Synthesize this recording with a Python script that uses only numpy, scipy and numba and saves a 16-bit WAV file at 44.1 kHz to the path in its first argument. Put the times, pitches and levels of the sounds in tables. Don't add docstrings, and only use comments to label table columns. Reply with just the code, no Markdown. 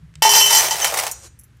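import sys
import numpy as np
from scipy import signal
from scipy.fft import rfft, irfft
from scipy.io import wavfile
from scipy.ndimage import uniform_filter1d, minimum_filter1d
from numba import njit

SR = 44100
rng = np.random.default_rng(int(sys.argv[2]) if len(sys.argv) > 2 else 0)


def amplitude_ratio(level_db):
    exponent = np.asarray(level_db, float) / 20
    return 10 ** exponent


def store_wav(level_fs):
    pcm = np.round(np.clip(np.atleast_2d(level_fs), -1, 1) * 32767)
    wavfile.write(sys.argv[1], SR, pcm.T.astype(np.int16))


N = 70560



def at(points, hz):
    f, db = np.transpose(points)
    return np.interp(np.log(hz), np.log(f), db)


def in_time(rows):
    s, *cols = np.transpose(rows)
    return [np.interp(np.arange(N) / SR, s, c) for c in cols]


def coloured(points):
    hz = np.maximum(np.arange(N // 2 + 1) * SR / N, 5)
    out = irfft(rfft(rng.standard_normal(N)) * amplitude_ratio(at(points, hz)), N)
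    return out / out.std()


@njit
def modes(index, gains, turn, loss, damping, n):
    out = np.zeros(n)
    for m in range(len(turn)):
        z, h, rot = 0j, 0, 0j
        for i in range(index[0], n):
            if i % 64 == 0 or i == index[0]:
                rot = np.exp(1j * turn[m] - loss[m] * damping[i])
                if h == len(index) and abs(z) < 1e-6:
                    break
            while h < len(index) and index[h] == i:
                z += gains[h, m]
                h += 1
            out[i] += z.imag
            z *= rot
    return out


SPOT_DB = 5.5


def strike(s, db, hz, t60, damping=None, spot_db=SPOT_DB):
    spot = spot_db * rng.standard_normal(db.shape)
    gains = amplitude_ratio(db + spot) * rng.choice([-1., 1.], db.shape)
    order = np.argsort(s)
    index = (s[order] * SR).astype(np.int64)
    loss = np.log(1000) / (t60 * SR)
    damping = np.ones(N) if damping is None else damping
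    return modes(index, gains[order], 2 * np.pi * hz / SR, loss, damping, N)


RAIN_START_S, RAIN_END_S = .2215, 1.3
SIZE_DB = 3.5


def rain(rate, db):
    t = np.arange(N) / SR
    i = np.flatnonzero((rng.random(N) < rate / SR) & (t > RAIN_START_S) & (t < RAIN_END_S))
    size = np.minimum(rng.exponential(1, N), 4)[i]
    return i / SR, db[i] + SIZE_DB * size


# pitch_hz [Hz], level_db [dB]
FLOOR_COLOUR = [(35, -22.5), (62, -1.5), (130, -11.5), (241, -23.5), (700, -38.5), (1700, -32.5),
                (4300, -43), (11100, -50), (16000, -60.5)]
FLOOR_DB = -50.5
# pitch_hz [Hz], level_db [dB]
HUM_TONES = [(59., -59.5), (117, -53.5)]


def background():
    t = np.arange(N) / SR
    hum = sum(amplitude_ratio(db) * np.sin(2 * np.pi * hz * t) for hz, db in HUM_TONES)
    return amplitude_ratio(FLOOR_DB) * coloured(FLOOR_COLOUR) + hum


ROOM_T60_S, ROOM_DB, WALL_HZ = .3, -17.5, 6800


def room(x):
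    t = np.arange(int(.4 * SR)) / SR
    tail = rng.standard_normal(len(t)) * amplitude_ratio(-60 * t / ROOM_T60_S) * (t > .004)
    tail = signal.sosfilt(signal.butter(1, WALL_HZ, fs=SR, output="sos"), tail)
    tail = tail / np.sqrt(np.sum(tail ** 2))
    return signal.fftconvolve(x, tail)[:N] * amplitude_ratio(ROOM_DB)


THUD_DB, THUD_HZ = -38, 169.3


def thud(heap_db):
    band = signal.butter(2, [THUD_HZ * 0.84, THUD_HZ], "band", fs=SR, output="sos")
    boom = signal.sosfilt(band, rng.standard_normal(N))
    return amplitude_ratio(THUD_DB + heap_db / 2) * boom / boom.std()


def taps(hits, body, click_db, click_s=0.048):
    s, db = np.transpose(hits)
    hz, level, t60 = np.transpose(body)
    dry_hz = np.geomspace(5500, 15800, num=30)
    table = db[:, None] + np.r_[level, 0 * dry_hz + click_db]
    return strike(s, table, np.r_[hz, dry_hz], np.r_[t60, 0 * dry_hz + click_s], spot_db=3.0)


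# pitch_hz [Hz], level_db [dB], t60_s [s]
JINGLE_MODES = [(5940, -10.5, 0.037), (9150, -5.5, 0.025), (11030, 3, 0.044), (13150, -9.5, .12),
                (14800, -12, .05)]
# start_s [s], level_db [dB]
JINGLE_TAPS = [(1.3901, -45), (1.395, -41.5), (1.411, -51), (1.4355, -51), (1.440, -49), (1.5687, -62)]


def jingle():
    return taps(JINGLE_TAPS, JINGLE_MODES, click_db=-18.5)


# pitch_hz [Hz], level_db [dB], t60_s [s]
CUP_MODES = [(4274, -24, .25), (5819, -16, .35), (6218, -22, .45), (6896, -13, .2), (8333, -25, .5),
             (9534, -6, .08), (11920, -14, .08)]
# start_s [s], level_db [dB]
TICKS = [(1.1135, -24), (1.1175, -31.5)]


def cup_ticks():
    return taps(TICKS, CUP_MODES, click_db=-10)


# time_s [s], level_db [dB]
BRUSH_LEVEL = [(1.12, -45), (1.16, -46.5), (1.21, -50), (1.245, -41.5), (1.27, -44), (1.295, -69),
               (1.4, -78.5)]
# pitch_hz [Hz], level_db [dB per Hz]
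BRUSH_SPECTRUM = [(180, -43), (300, -3.5), (550, -7.5), (3640, -16), (7200, -5), (16000, -32.5)]
# pitch_hz [Hz], level_db [dB], t60_s [s]
GRAIN_MODES = [(1400, -16, .03), (4000, -15, .04)]
GRAINS_PER_S, GRAIN_CUP_DB = 150, -10


def brush():
    started = np.arange(N) > BRUSH_LEVEL[0][0] * SR
    db = np.where(started, in_time(BRUSH_LEVEL)[0], -120)
    s, size = rain(GRAINS_PER_S, db)
    stirred_cup = [(f, d + GRAIN_CUP_DB, t) for f, d, t in CUP_MODES]
    hz, level, t60 = np.transpose(GRAIN_MODES + stirred_cup)
    grains = strike(s, size[:, None] + level, hz, t60)
    return amplitude_ratio(db) * coloured(BRUSH_SPECTRUM) + grains


# time_s [s], on_steel_db [dB], on_heap_db [dB]
POUR = [(.222, -48, -17.5), (.3, -22.5, -26), (.36, -13, -14), (.44, -20, -29.5), (.49, -26.5, -19.5),
        (.54, -15.5, -20.5), (.66, -26, -17), (.70, -41, -26), (.78, -40.5, -25), (.86, -18, -21),
        (.91, -37, -27), (1.0, -60, -23.5), (1.08, -32.5, -30.5), (1.11, -55, -38.5), (1.2, -80.5, -89)]


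def pour_levels():
    return in_time(POUR)


# pitch_hz [Hz], level_db [dB per Hz]
CLATTER_COLOUR = [(150, -55), (250, -19), (790, 2), (1610, -12.5), (1790, -6.5), (3580, -15.5), (6140, -13),
                  (14200, -24), (16000, -20.5)]
# start_s [s], level_db [dB], extra_treble_db [dB]
HEAP_LUMPS = [(0.844, -2, 4.5), (0.922, -1.5, -13.5), (0.940, -2.5, -3.5), (0.973, -4, 0.5),
              (0.988, -5, 4.5), (1.003, -8, -30), (1.033, -7.5, -2.5), (1.066, -11, 4.5)]
# start_s [s], level_db [dB]
CUP_SHIFTS = [(.140, -51.5), (.155, -38)]
# start_s [s], level_db [dB]
STEEL_BLOWS = [(.2215, -5.5), (0.2507, -6.5), (.292, -5.5), (0.336, -8), (.352, -5), (.366, -13.5),
               (.412, -9), (.506, -8), (.528, -11), (.709, -12), (.721, -17)]
HEAP_PER_S, KNOCKS = 2500, 14
LUMP_S, LUMP_FADE_DB = .015, 9.5
CLATTER_CYCLES, CLATTER_S = 11, 0.014
HOLLOW_DB = -7
CRACK_DB = -1.5


def clatter(heap_db):
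    hz = np.geomspace(330, 15800, num=44)
    colour = at(CLATTER_COLOUR, hz) + 20 * np.log10(hz / 1000) - 24.5

    s, db = rain(HEAP_PER_S, heap_db)
    bare = np.clip(2 - 2.5 * s, 0, 1)
    stream = db[:, None] + HOLLOW_DB * np.outer(bare, hz < 1200)

    lump_s, lump_db, treble = np.transpose(HEAP_LUMPS)
    late = np.sort(rng.random((len(lump_s), KNOCKS)), axis=1) ** 2
    late -= late[:, :1]
    knock_s = (lump_s[:, None] + LUMP_S * late).ravel()
    knock_db = (lump_db[:, None] - 3.5 - LUMP_FADE_DB * late).ravel()
    lumps = knock_db[:, None] + np.repeat(treble, KNOCKS)[:, None] * (hz > 1300)

    shift_s, shift_db = np.transpose(CUP_SHIFTS)
    shifts = shift_db[:, None] + 16 - 25 * ((hz < 1300) | (hz > 9000))
    blow_s, blow_db = np.transpose(STEEL_BLOWS)
    cracks = blow_db[:, None] + CRACK_DB + 0 * hz

    times = np.r_[s, knock_s, shift_s, blow_s]
    table = np.r_[stream, lumps, shifts, cracks] + colour
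    return strike(times, table, hz, CLATTER_CYCLES / hz + CLATTER_S, spot_db=4.5)


# pitch_hz [Hz], level_db [dB]
BOWL_MODES = [(883, -22), (937, -31.5), (1828, -32.5), (1950, -35), (2288, -41.5), (2697, -35.5),
              (3042, -26.5), (3095, -30), (4151, -38), (4840, -30.5), (5394, -33.5), (5561, -28.5),
              (5686, -36), (5802, -28), (6144, -26.5), (6185, -36.5), (6950, -34.5), (7564, -32),
              (8446, -35.5), (9528, -35), (11070, -39), (12155, -35.5), (14500, -40.5)]
# pitch_hz [Hz], level_db [dB]
WEAK_COLOUR = [(404, -40), (885, -9.5), (1430, -18.5), (5570, -8.5), (16000, -16)]
# pitch_hz [Hz], level_db [dB], t60_s [s] before damping
DEEP_MODES = [(413, -23.5, 2.1), (675, -27, .7)]
# start_s [s], level_db [dB]
RIM_HITS = [(.819, -7), (0.845, -15.5)]
# time_s [s], factor on the speed of decay [none]
HEAP_DAMPING = [(.2, 1.0), (.5, 1.3), (.7, 2.2), (.9, 3.2)]
HEAVY_S, STEEL_PER_S = .2505, 450
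RIM_HZ = 3080
BOWL_T60_S, T60_FALL = .7, .48
PAIR_T60_S, WEAK_T60_S = .28, 0.22
NEIGHBOUR_SPREAD, NEIGHBOUR_DB, NEIGHBOUR_DB_PER_OCT = .04, -14, 3
LIGHT_DB_PER_OCT = 3


def bowl(steel_db):
    strong_hz, strong_db = np.transpose(BOWL_MODES)
    high = strong_hz > 1500
    detune = 1 + NEIGHBOUR_SPREAD * rng.standard_normal((3, high.sum()))
    close_hz = (strong_hz[high] * detune).ravel()
    close_db = np.tile(strong_db[high], 3) + NEIGHBOUR_DB + NEIGHBOUR_DB_PER_OCT * np.log2(close_hz / 3000)
    weak_hz = np.geomspace(450, 16000, num=50) * rng.uniform(.96, 1, size=50)
    weak_db = at(WEAK_COLOUR, weak_hz) - 19

    ring_hz = np.r_[strong_hz, close_hz]
    t60 = np.r_[BOWL_T60_S * (ring_hz / 1000) ** -T60_FALL, np.full(len(weak_hz), WEAK_T60_S)]
    t60[:2] = PAIR_T60_S
    hz = np.r_[ring_hz, weak_hz]
    db = np.r_[strong_db + 12, close_db + 12, weak_db]
    db = db - 10 * np.log10(t60 * 2)

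    damping, = in_time(HEAP_DAMPING)
    blow_s, blow_db = np.transpose(STEEL_BLOWS)
    blows = strike(blow_s, blow_db[:, None] + db, hz, t60, damping, spot_db=4.0)

    rim_s, rim_db = np.transpose(RIM_HITS)
    rim = (abs(hz / RIM_HZ - 1) < .02) | (abs(hz / RIM_HZ - 2) < .04)
    rim_ring = strike(rim_s, rim_db[:, None] + db[rim], hz[rim], t60[rim], damping, spot_db=2.5)

    deep_hz, deep_db, deep_t60 = np.transpose(DEEP_MODES)
    deep = strike(np.array([HEAVY_S]), deep_db[None], deep_hz, deep_t60, damping, spot_db=1)

    s, level = rain(STEEL_PER_S, steel_db)
    light_db = db - 10 + LIGHT_DB_PER_OCT * np.log2(hz / 3000)
    stream = strike(s, level[:, None] + light_db, hz, t60, damping)
    return blows + rim_ring + deep + stream


BODY_CUT_HZ = 350


def scene():
    steel_db, heap_db = pour_levels()
    near = bowl(steel_db) + clatter(heap_db) + cup_ticks() + jingle() + brush()
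    near = signal.sosfilt(signal.butter(6, BODY_CUT_HZ, "high", fs=SR, output="sos"), near)
    return (near + room(near) + thud(heap_db) + background())[None]


def low_pass(x):
    return signal.sosfilt(signal.butter(12, 16560, fs=SR, output="sos"), x)


TOP_CUT_HZ = 16150
LIMIT, LIMIT_SAMPLES = .95, 89


def record(dry):
    cut = signal.sosfilt(signal.cheby2(18, 70, TOP_CUT_HZ, fs=SR, output="sos"), dry)
    need = np.minimum(1, LIMIT / (np.abs(cut) + 1e-9))
    gain = uniform_filter1d(minimum_filter1d(need, 2 * LIMIT_SAMPLES), LIMIT_SAMPLES)
    return low_pass(cut * gain)


dry = scene()
out = record(dry)
store_wav(out)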